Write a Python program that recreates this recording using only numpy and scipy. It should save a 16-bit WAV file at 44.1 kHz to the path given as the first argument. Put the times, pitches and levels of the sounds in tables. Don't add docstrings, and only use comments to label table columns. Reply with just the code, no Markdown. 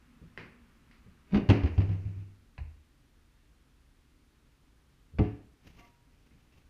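import sys
import numpy as np
from scipy import signal
from scipy.fft import rfft, irfft
from scipy.io import wavfile
from scipy.ndimage import uniform_filter1d

SR = 44100
rng = np.random.default_rng(int(sys.argv[2]) if len(sys.argv) > 2 else 0)


def put_to_file(sound):
    columns = np.atleast_2d(sound).T
    safe = np.clip(columns, -1, 1)
    whole_steps = np.round(safe * 32767)
    wavfile.write(sys.argv[1], SR, whole_steps.astype(np.int16))


N = 295381
TIME = np.arange(N) / SR
RING = np.arange(SR) / SR


def amp(db):
    return 10 ** (np.asarray(db) / 20)


def unit(x):
    return x / np.sqrt(np.mean(x ** 2) + 1e-20)


def read(points, hz):
    f, value = np.transpose(points)
    return np.interp(np.log(hz + 1), np.log(f), value)


def add(mix, s, sound):
    part = mix[round(s * SR):][:len(sound)]
    part += sound[:len(part)]


def noise(spectrum, size, tilt_db=0):
    hz = np.fft.rfftfreq(size, 1 / SR)
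    octaves = np.log2(np.clip(hz, 150, 4500) / 1000)
    phase = np.exp(2j * np.pi * rng.random(len(hz)))
    gain = amp(read(spectrum, hz) + tilt_db * octaves)
    return unit(irfft(phase * gain, size))


def slow_wander(first_size, second_size):
    once = uniform_filter1d(rng.standard_normal(N), size=first_size)
    return unit(uniform_filter1d(once, size=second_size))


def stroke(s, hold, rise, fall):
    before = np.maximum(s - TIME, 0) / rise
    after = np.maximum(TIME - s - hold, 0) / fall
    return np.exp(-np.minimum(before + after, 30))


def mode(hz, db, t60):
    return amp(db) * np.exp(-np.log(1000) * RING / t60) * np.sin(2 * np.pi * hz * RING)


def mode_bank(modes):
    return sum((-1) ** k * mode(*row) for k, row in enumerate(modes))


# frequency in Hz, t60 in s.
ROOM_T60 = [(60, 0.49), (250, 0.47), (600, 0.52), (1500, 0.51), (2600, 0.47), (3600, 0.36), (6000, 0.39),
            (10000, 0.46)]


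def die_away(x):
    hz, t, z = signal.stft(x, SR, nperseg=256)
    fade = np.exp(-np.log(1000) * t / read(ROOM_T60, hz)[:, None])
    return signal.istft(z * fade, SR, nperseg=256)[1][:len(x)]


def kitchen(x, wet_db):
    tail = die_away(rng.standard_normal(SR)) * (RING > .006)
    return x + amp(wet_db) * signal.fftconvolve(x, tail / np.linalg.norm(tail))[:N]


def burst(spectrum, tilt_db, decay, room_db, build, contact=0.00029):
    direct = noise(spectrum, SR, tilt_db + 0.31) * np.exp(-RING / decay)
    tail = die_away(noise(spectrum, SR, tilt_db - .6)) * (1 - np.exp(-RING / build))
    onset = 1 - np.exp(-(RING / contact) ** 2)
    return (direct + amp(room_db) * tail) * onset


# frequency in Hz, relative level in dB per Hz.
FLOOR_SPECTRUM = [(15, -36), (25, 2), (69, 3.5), (93, -8), (150, -6), (202, -17.5), (231, -14.5), (271, -9),
                  (354, -16), (604, -24), (655, -25.5), (1280, -23.5), (3540, -28.5), (9770, -38),
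                  (15000, -41)]
# frequency in Hz, relative level in dB per Hz.
HOLLOW_SPECTRUM = [(40, -2.5), (200, -6), (226, 4), (238, 9), (252, 0), (290, -11), (600, -25), (1200, -16),
                   (2600, -21.5), (4000, -33), (9000, -42)]
FLOOR_DB = -63.5
HOUSE_EXTRA_DB, HOUSE_HOLD_S, HOUSE_FADE_S, HOUSE_STEADY_DB = -65.5, 1.15, 0.27, -76
WHINE_HZ, WHINE_WIDTH_HZ, WHINE_DB = 9690, 170, -92.5


def background():
    off_hz = np.fft.rfftfreq(N, 1 / SR) - WHINE_HZ
    whine = unit(irfft(rfft(rng.standard_normal(N)) / (1 + (off_hz / WHINE_WIDTH_HZ) ** 2), N))
    extra = amp(HOUSE_EXTRA_DB) * stroke(0, HOUSE_HOLD_S, rise=1, fall=HOUSE_FADE_S)
    house = amp(HOUSE_STEADY_DB) + extra
    return amp(FLOOR_DB) * noise(FLOOR_SPECTRUM, N) + house * noise(HOLLOW_SPECTRUM, N) + amp(WHINE_DB) * whine


# start in seconds, level in dB.
STEPS = [(0.214, -45.5), (1.06, -51), (5.134, -50.5), (5.657, -54.5), (6.315, -54)]
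# frequency in Hz, relative level in dB per Hz.
STEP_SPECTRUM = [(30, -15), (70, 12.5), (190, 10.5), (300, -7), (500, -6.5), (900, -46), (4000, -72)]


def footfalls():
    out = np.zeros(N)
    for s, db in STEPS:
        step = burst(STEP_SPECTRUM, 0, decay=0.044, room_db=-14, build=0.018, contact=0.0018)
        add(out, s, amp(db) * step)
    return out


# start in seconds, level in dB, tilt in dB per octave.
CLICKS = [(.3757, -38, 0.5), (0.9121, -59, 6), (0.9556, -69.5, 13.5), (6.31, -67, 0)]
# frequency in Hz, relative level in dB per Hz.
CLICK_SPECTRUM = [(59, -18), (100, -3.5), (175, -1.5), (326, -10), (390, -4), (560, -13.5), (644, -19.5),
                  (1060, -13), (1220, -16), (1790, -10), (2470, -10), (3470, -26), (4680, -25), (8040, -50),
                  (12000, -54), (15600, -80), (22000, -120)]
# frequency in Hz, relative level in dB, t60 in s.
TICK_MODES = [(1500, -2.5, 0.014), (1840, 1.5, 0.017), (2085, -2.5, 0.055)]


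def clicks():
    out = np.zeros(N)
    tick = mode_bank(TICK_MODES)
    for s, db, tilt_db in CLICKS:
        crack = burst(CLICK_SPECTRUM, tilt_db, decay=0.004, room_db=-5.5, build=0.0052)
        add(out, s, amp(db) * (tick + crack))
    return out


# frequency in Hz, relative level in dB per Hz.
WOOD_SPECTRUM = [(30, -2.5), (120, 20), (300, 18), (500, 11), (850, 6), (1400, 0), (2050, 3), (2800, 1.5),
                 (3400, -10), (4700, -12.5), (6500, -25), (7800, -40), (11000, -36.5), (15000, -47.5)]


def clack(db, tilt_db, contact):
    crack = burst(WOOD_SPECTRUM, tilt_db, decay=0.0087, room_db=-10, build=0.0046, contact=contact)
    return amp(db) * crack


RUB_S, RUB_HOLD_S, JUDDER_DB, SLIPS_SLACK_HZ, SLIPS_PULLED_HZ = 1.335, .046, -24.5, 155, 203.8
SCRAPE_S, SCRAPE_HOLD_S, SCRAPE_DB, CREEP_DB = 1.348, .02, -35, -52.5
SNAGS_PER_S = 500


def rub():
    wander, grip = slow_wander(150, 60), slow_wander(150, 60)
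    pull = stroke(RUB_S, RUB_HOLD_S, rise=.0055, fall=.01)
    slips_hz = SLIPS_SLACK_HZ + (SLIPS_PULLED_HZ - SLIPS_SLACK_HZ) * pull
    turns = np.cumsum(slips_hz * (1 + 0.054 * wander)) / SR
    harmonics = sum(np.sin(2 * np.pi * k * turns) / k ** 3 for k in range(1, 5))
    judder = unit(harmonics * 1.0) * amp(2.5 * grip)
    snags = rng.standard_normal(N) * (rng.random(N) < SNAGS_PER_S / SR)
    grain = burst(WOOD_SPECTRUM, 0.16, decay=0.0066, room_db=-25.0, build=.01)
    scrape = unit(signal.fftconvolve(snags, grain)[:N])
    sliding = amp(SCRAPE_DB) * stroke(SCRAPE_S, SCRAPE_HOLD_S, rise=0.0077, fall=0.011)
    creeping = amp(CREEP_DB) * stroke(RUB_S, RUB_HOLD_S, rise=.035, fall=.01)
    return kitchen(amp(JUDDER_DB) * pull * judder + (sliding + creeping) * scrape, wet_db=-6.5)


CONTACT_S, THUMP_SWELL_S = 0.001, 0.011
# frequency in Hz, relative level in dB hanging free,
# relative level in dB seated in the frame, t60 in s.
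PANEL_MODES = [(157.1, -12.5, -7.5, 0.35), (176.6, -3, -16, 0.26), (200.6, -2, 4, 0.16),
               (215.3, -4, -25, .25), (263.4, 2.5, -27, 0.2), (284.1, -3, -8, 0.42),
               (314.4, -10, -3.5, 0.37), (335.4, -8.5, -10.5, 0.33), (359, -8, -23, 0.42),
               (400.4, -10, -17, 0.41), (421, -31.5, -6, 0.38), (436, -26, -15, .28),
               (476.6, -16, -31.5, 0.54), (524, -22.5, -16, .25), (602, -15, -29, 0.26),
               (636, -20.5, -19.5, .25), (725, -18.5, -16, 0.22), (776, -14, -19, 0.12),
               (815, -25.5, -19, .26), (920, -22, -26, 0.18), (1028, -17.5, -36, 0.19),
               (1170, -23.5, -20.5, 0.18), (1300, -28, -25, 0.15), (1495, -25.5, -48, 0.083),
               (1737, -25.5, -34, 0.37), (2085, -25.5, -30, 0.32), (2416, -31.5, -43.5, 0.64),
               (2746, -25, -36, 0.4)]


def panel(seated):
    modes = [(hz, shut_db if seated else free_db, t60) for hz, free_db, shut_db, t60 in PANEL_MODES]
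    return .5 * mode_bank(modes) * (1 - np.exp(-RING / CONTACT_S))


def thump(db, hz, swell):
    return amp(db) * RING / swell * np.exp(1 - RING / swell) * np.sin(2 * np.pi * hz * RING)


# start in seconds, clack level in dB, clack tilt in dB per octave,
# panel ring gain in dB, thump level in dB, thump pitch in Hz.
KNOCKS = [(1.3447, -24.5, -0.6, -33, -51.5, 81), (1.36, -23, -4, -26.5, -30, 70),
          (1.4890, -35, 7.5, -15.5, -10.5, 101.2), (1.4990, -17.3, 0.7, -24, -24, 55.2),
          (5.1848, -31, 0, -37, -32.5, 59.3), (5.1902, -24, -3.5, -17, -19.5, 73),
          (5.2012, -49, -1.5, -33.5, -17.5, 108)]
SEATED_FROM_S = 5
SETTLE_S, SETTLE_DB, SETTLE_TILT_DB_PER_OCTAVE = 5.226, -37.5, 1


def knocks():
    clacks, rings, thumps = np.zeros((3, N))
    free, shut = panel(False), panel(True)
    for s, clack_db, tilt_db, ring_db, thump_db, thump_hz in KNOCKS:
        add(clacks, s, clack(clack_db, tilt_db, CONTACT_S))
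        add(rings, s, amp(ring_db) * (shut if s > SEATED_FROM_S else free))
        add(thumps, s, thump(thump_db, thump_hz, THUMP_SWELL_S))
    add(clacks, SETTLE_S, clack(SETTLE_DB, SETTLE_TILT_DB_PER_OCTAVE, contact=.01))
    return clacks + kitchen(rings, wet_db=-13) + kitchen(thumps, wet_db=-11)


BOUNCE_S, BOUNCE_SHRINK, BOUNCE_DB, BOUNCE_STEP_DB = .023, .6, 2.5, -1


def chatter(count):
    out, s, gap = clack(-4, tilt_db=3, contact=.0007), 0, BOUNCE_S
    for k in range(count):
        s, gap = s + gap, gap * BOUNCE_SHRINK
        add(out, s, clack(BOUNCE_DB + k * BOUNCE_STEP_DB, tilt_db=.5, contact=0.0019))
    return out


# start in seconds, rattle gain in dB,
# thump level in dB, hum gain in dB, hum pitch in Hz.
JOLTS = [(1.53, -42.5, -40, -31.5, 92.8), (1.6338, -38, -18, -44.5, 90), (1.778, -39, -17.5, -21, 96),
         (1.889, -47, -33.5, -23.5, 96.4), (2.052, -59, -32.5, -31, 98.3), (2.165, -67, -43, -37.5, 98),
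         (2.600, -69, -37, -38.5, 77.4)]
# ratio to its lowest mode, relative level in dB, t60 in s.
BENDING_MODES = [(1, 5.5, 0.46), (1.672, -6, 0.34), (2.921, -30.5, 0.82)]
JOLT_THUMP_RATIO, JOLT_RING_DB = .88, 10


def shudder():
    out, thumps = np.zeros((2, N))
    ring = amp(JOLT_RING_DB) * panel(False)
    for s, rattle_db, thump_db, hum_db, hz in JOLTS:
        flex = sum(mode(hz * ratio, mode_db, t60) for ratio, mode_db, t60 in BENDING_MODES)
        hum = flex * (1 - np.exp(-RING / 0.012))
        add(out, s, amp(rattle_db) * (chatter(count=2) + ring) + amp(hum_db) * hum)
        add(thumps, s, thump(thump_db, JOLT_THUMP_RATIO * hz, swell=.011))
    return out + kitchen(thumps, wet_db=-7)


# frequency in Hz, relative level in dB per Hz.
GRIND_SPECTRUM = [(60, 12), (170, 6.5), (360, 3), (550, -14.5), (1300, -16), (2700, -13), (3400, -29),
                  (6500, -27.5), (8000, -40.5), (15000, -44)]
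SWING_S, SWING_HOLD_S, SWING_DB, SWING_SLOWING_DB_PER_S = 1.74, 0.46, -50, -14
# frequency in Hz, relative level in dB per Hz.
SNAP_SPECTRUM = [(100, 1), (250, -6), (520, -2), (780, 1), (1000, -0.5), (1300, -10), (1680, -2),
                 (2000, -2), (2520, 2.5), (2850, 0.5), (3200, -30), (4200, -10), (5200, -24), (7000, -32),
                 (12000, -47)]
# frequency in Hz, relative level in dB, t60 in s.
HINGE_MODES = [(764, -8, 0.13), (1003, -2, 0.078), (1690, -3, 0.072), (2100, -13, 0.12), (2460, -13.5, 0.2)]
# pitch in Hz, level in dB, swell in s.
STOP_BOX = [(91.5, -35, .004), (46.3, -45, 0.041)]
STOP_S, STOP_DB, STOP_LAG_S = 2.5795, -48, 0.0063


def hinges():
    slowing = amp(SWING_SLOWING_DB_PER_S * (TIME - SWING_S))
    speed = stroke(SWING_S, SWING_HOLD_S, rise=.05, fall=0.17) * slowing
    out = amp(SWING_DB) * speed * noise(GRIND_SPECTRUM, N)
    crack = burst(SNAP_SPECTRUM, 0, decay=0.012, room_db=-10.0, build=0.0087)
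    snap = crack + amp(-1) * mode_bank(HINGE_MODES)
    add(out, STOP_S, amp(STOP_DB) * snap)
    add(out, STOP_S + STOP_LAG_S, sum(thump(db, hz, swell) for hz, db, swell in STOP_BOX))
    return out


CUSHION_S, CUSHION_HOLD_S, CUSHION_DB, CUSHION_HZ = 5.1516, .033, -40.5, 76.4


def air_cushion():
    squeeze = stroke(CUSHION_S, CUSHION_HOLD_S, rise=.01, fall=.009)
    return amp(CUSHION_DB) * squeeze * np.sin(2 * np.pi * CUSHION_HZ * (TIME - CUSHION_S))


# start in seconds, hold in seconds, level in dB.
BRUSHES = [(5.653, 0.052, -59), (5.795, 0.048, -59), (6.129, 0.33, -71.5), (6.537, 0.045, -67)]
# frequency in Hz, relative level in dB per Hz.
CLOTH_SPECTRUM = [(100, 16), (700, -3.5), (1500, -7.5), (2700, -1), (3600, -13), (6300, -12.5),
                  (8000, -30.5), (14500, -21)]
BRUSH_RISE_S, BRUSH_FALL_S, FOLD_SWING_DB = 0.027, 0.066, 2.8


def sleeve():
    folds = slow_wander(500, 300)
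    strokes = sum(amp(db) * stroke(s, hold, BRUSH_RISE_S, BRUSH_FALL_S) for s, hold, db in BRUSHES)
    return strokes * amp(FOLD_SWING_DB * folds) * noise(CLOTH_SPECTRUM, N)


# frequency in Hz, relative level in dB, t60 in s.
TING_MODES = [(951, 1.5, 0.75), (1156, 2.5, 0.14), (708, 1.5, 0.12), (2085, 1, 0.078), (2750, -6, 0.054)]
TING_S, TING_DB = 5.775, -72.5


def ting():
    out = np.zeros(N)
    brush = rng.standard_normal(SR) * np.exp(-((RING - .04) / 0.056) ** 2)
    ring = np.zeros(SR)
    for hz, db, t60 in TING_MODES:
        ring += amp(db) * unit(signal.fftconvolve(brush, mode(hz, 0, t60))[:SR])
    add(out, TING_S, amp(TING_DB) * unit(ring))
    return out


def scene():
    door = rub() + knocks() + shudder() + hinges() + air_cushion()
    small_sounds = footfalls() + clicks() + sleeve() + ting()
    return (background() + door + small_sounds)[None]


CEILING, EDGE_HZ = .39, 15050


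def record(dry):
    held = dry / (1 + (dry / CEILING) ** 10) ** (1 / 10)
    lowpass = signal.firwin(511, EDGE_HZ, window=("kaiser", 9), fs=SR)
    return signal.oaconvolve(held, lowpass[None], "same")


dry = scene()
out = record(dry)
put_to_file(out)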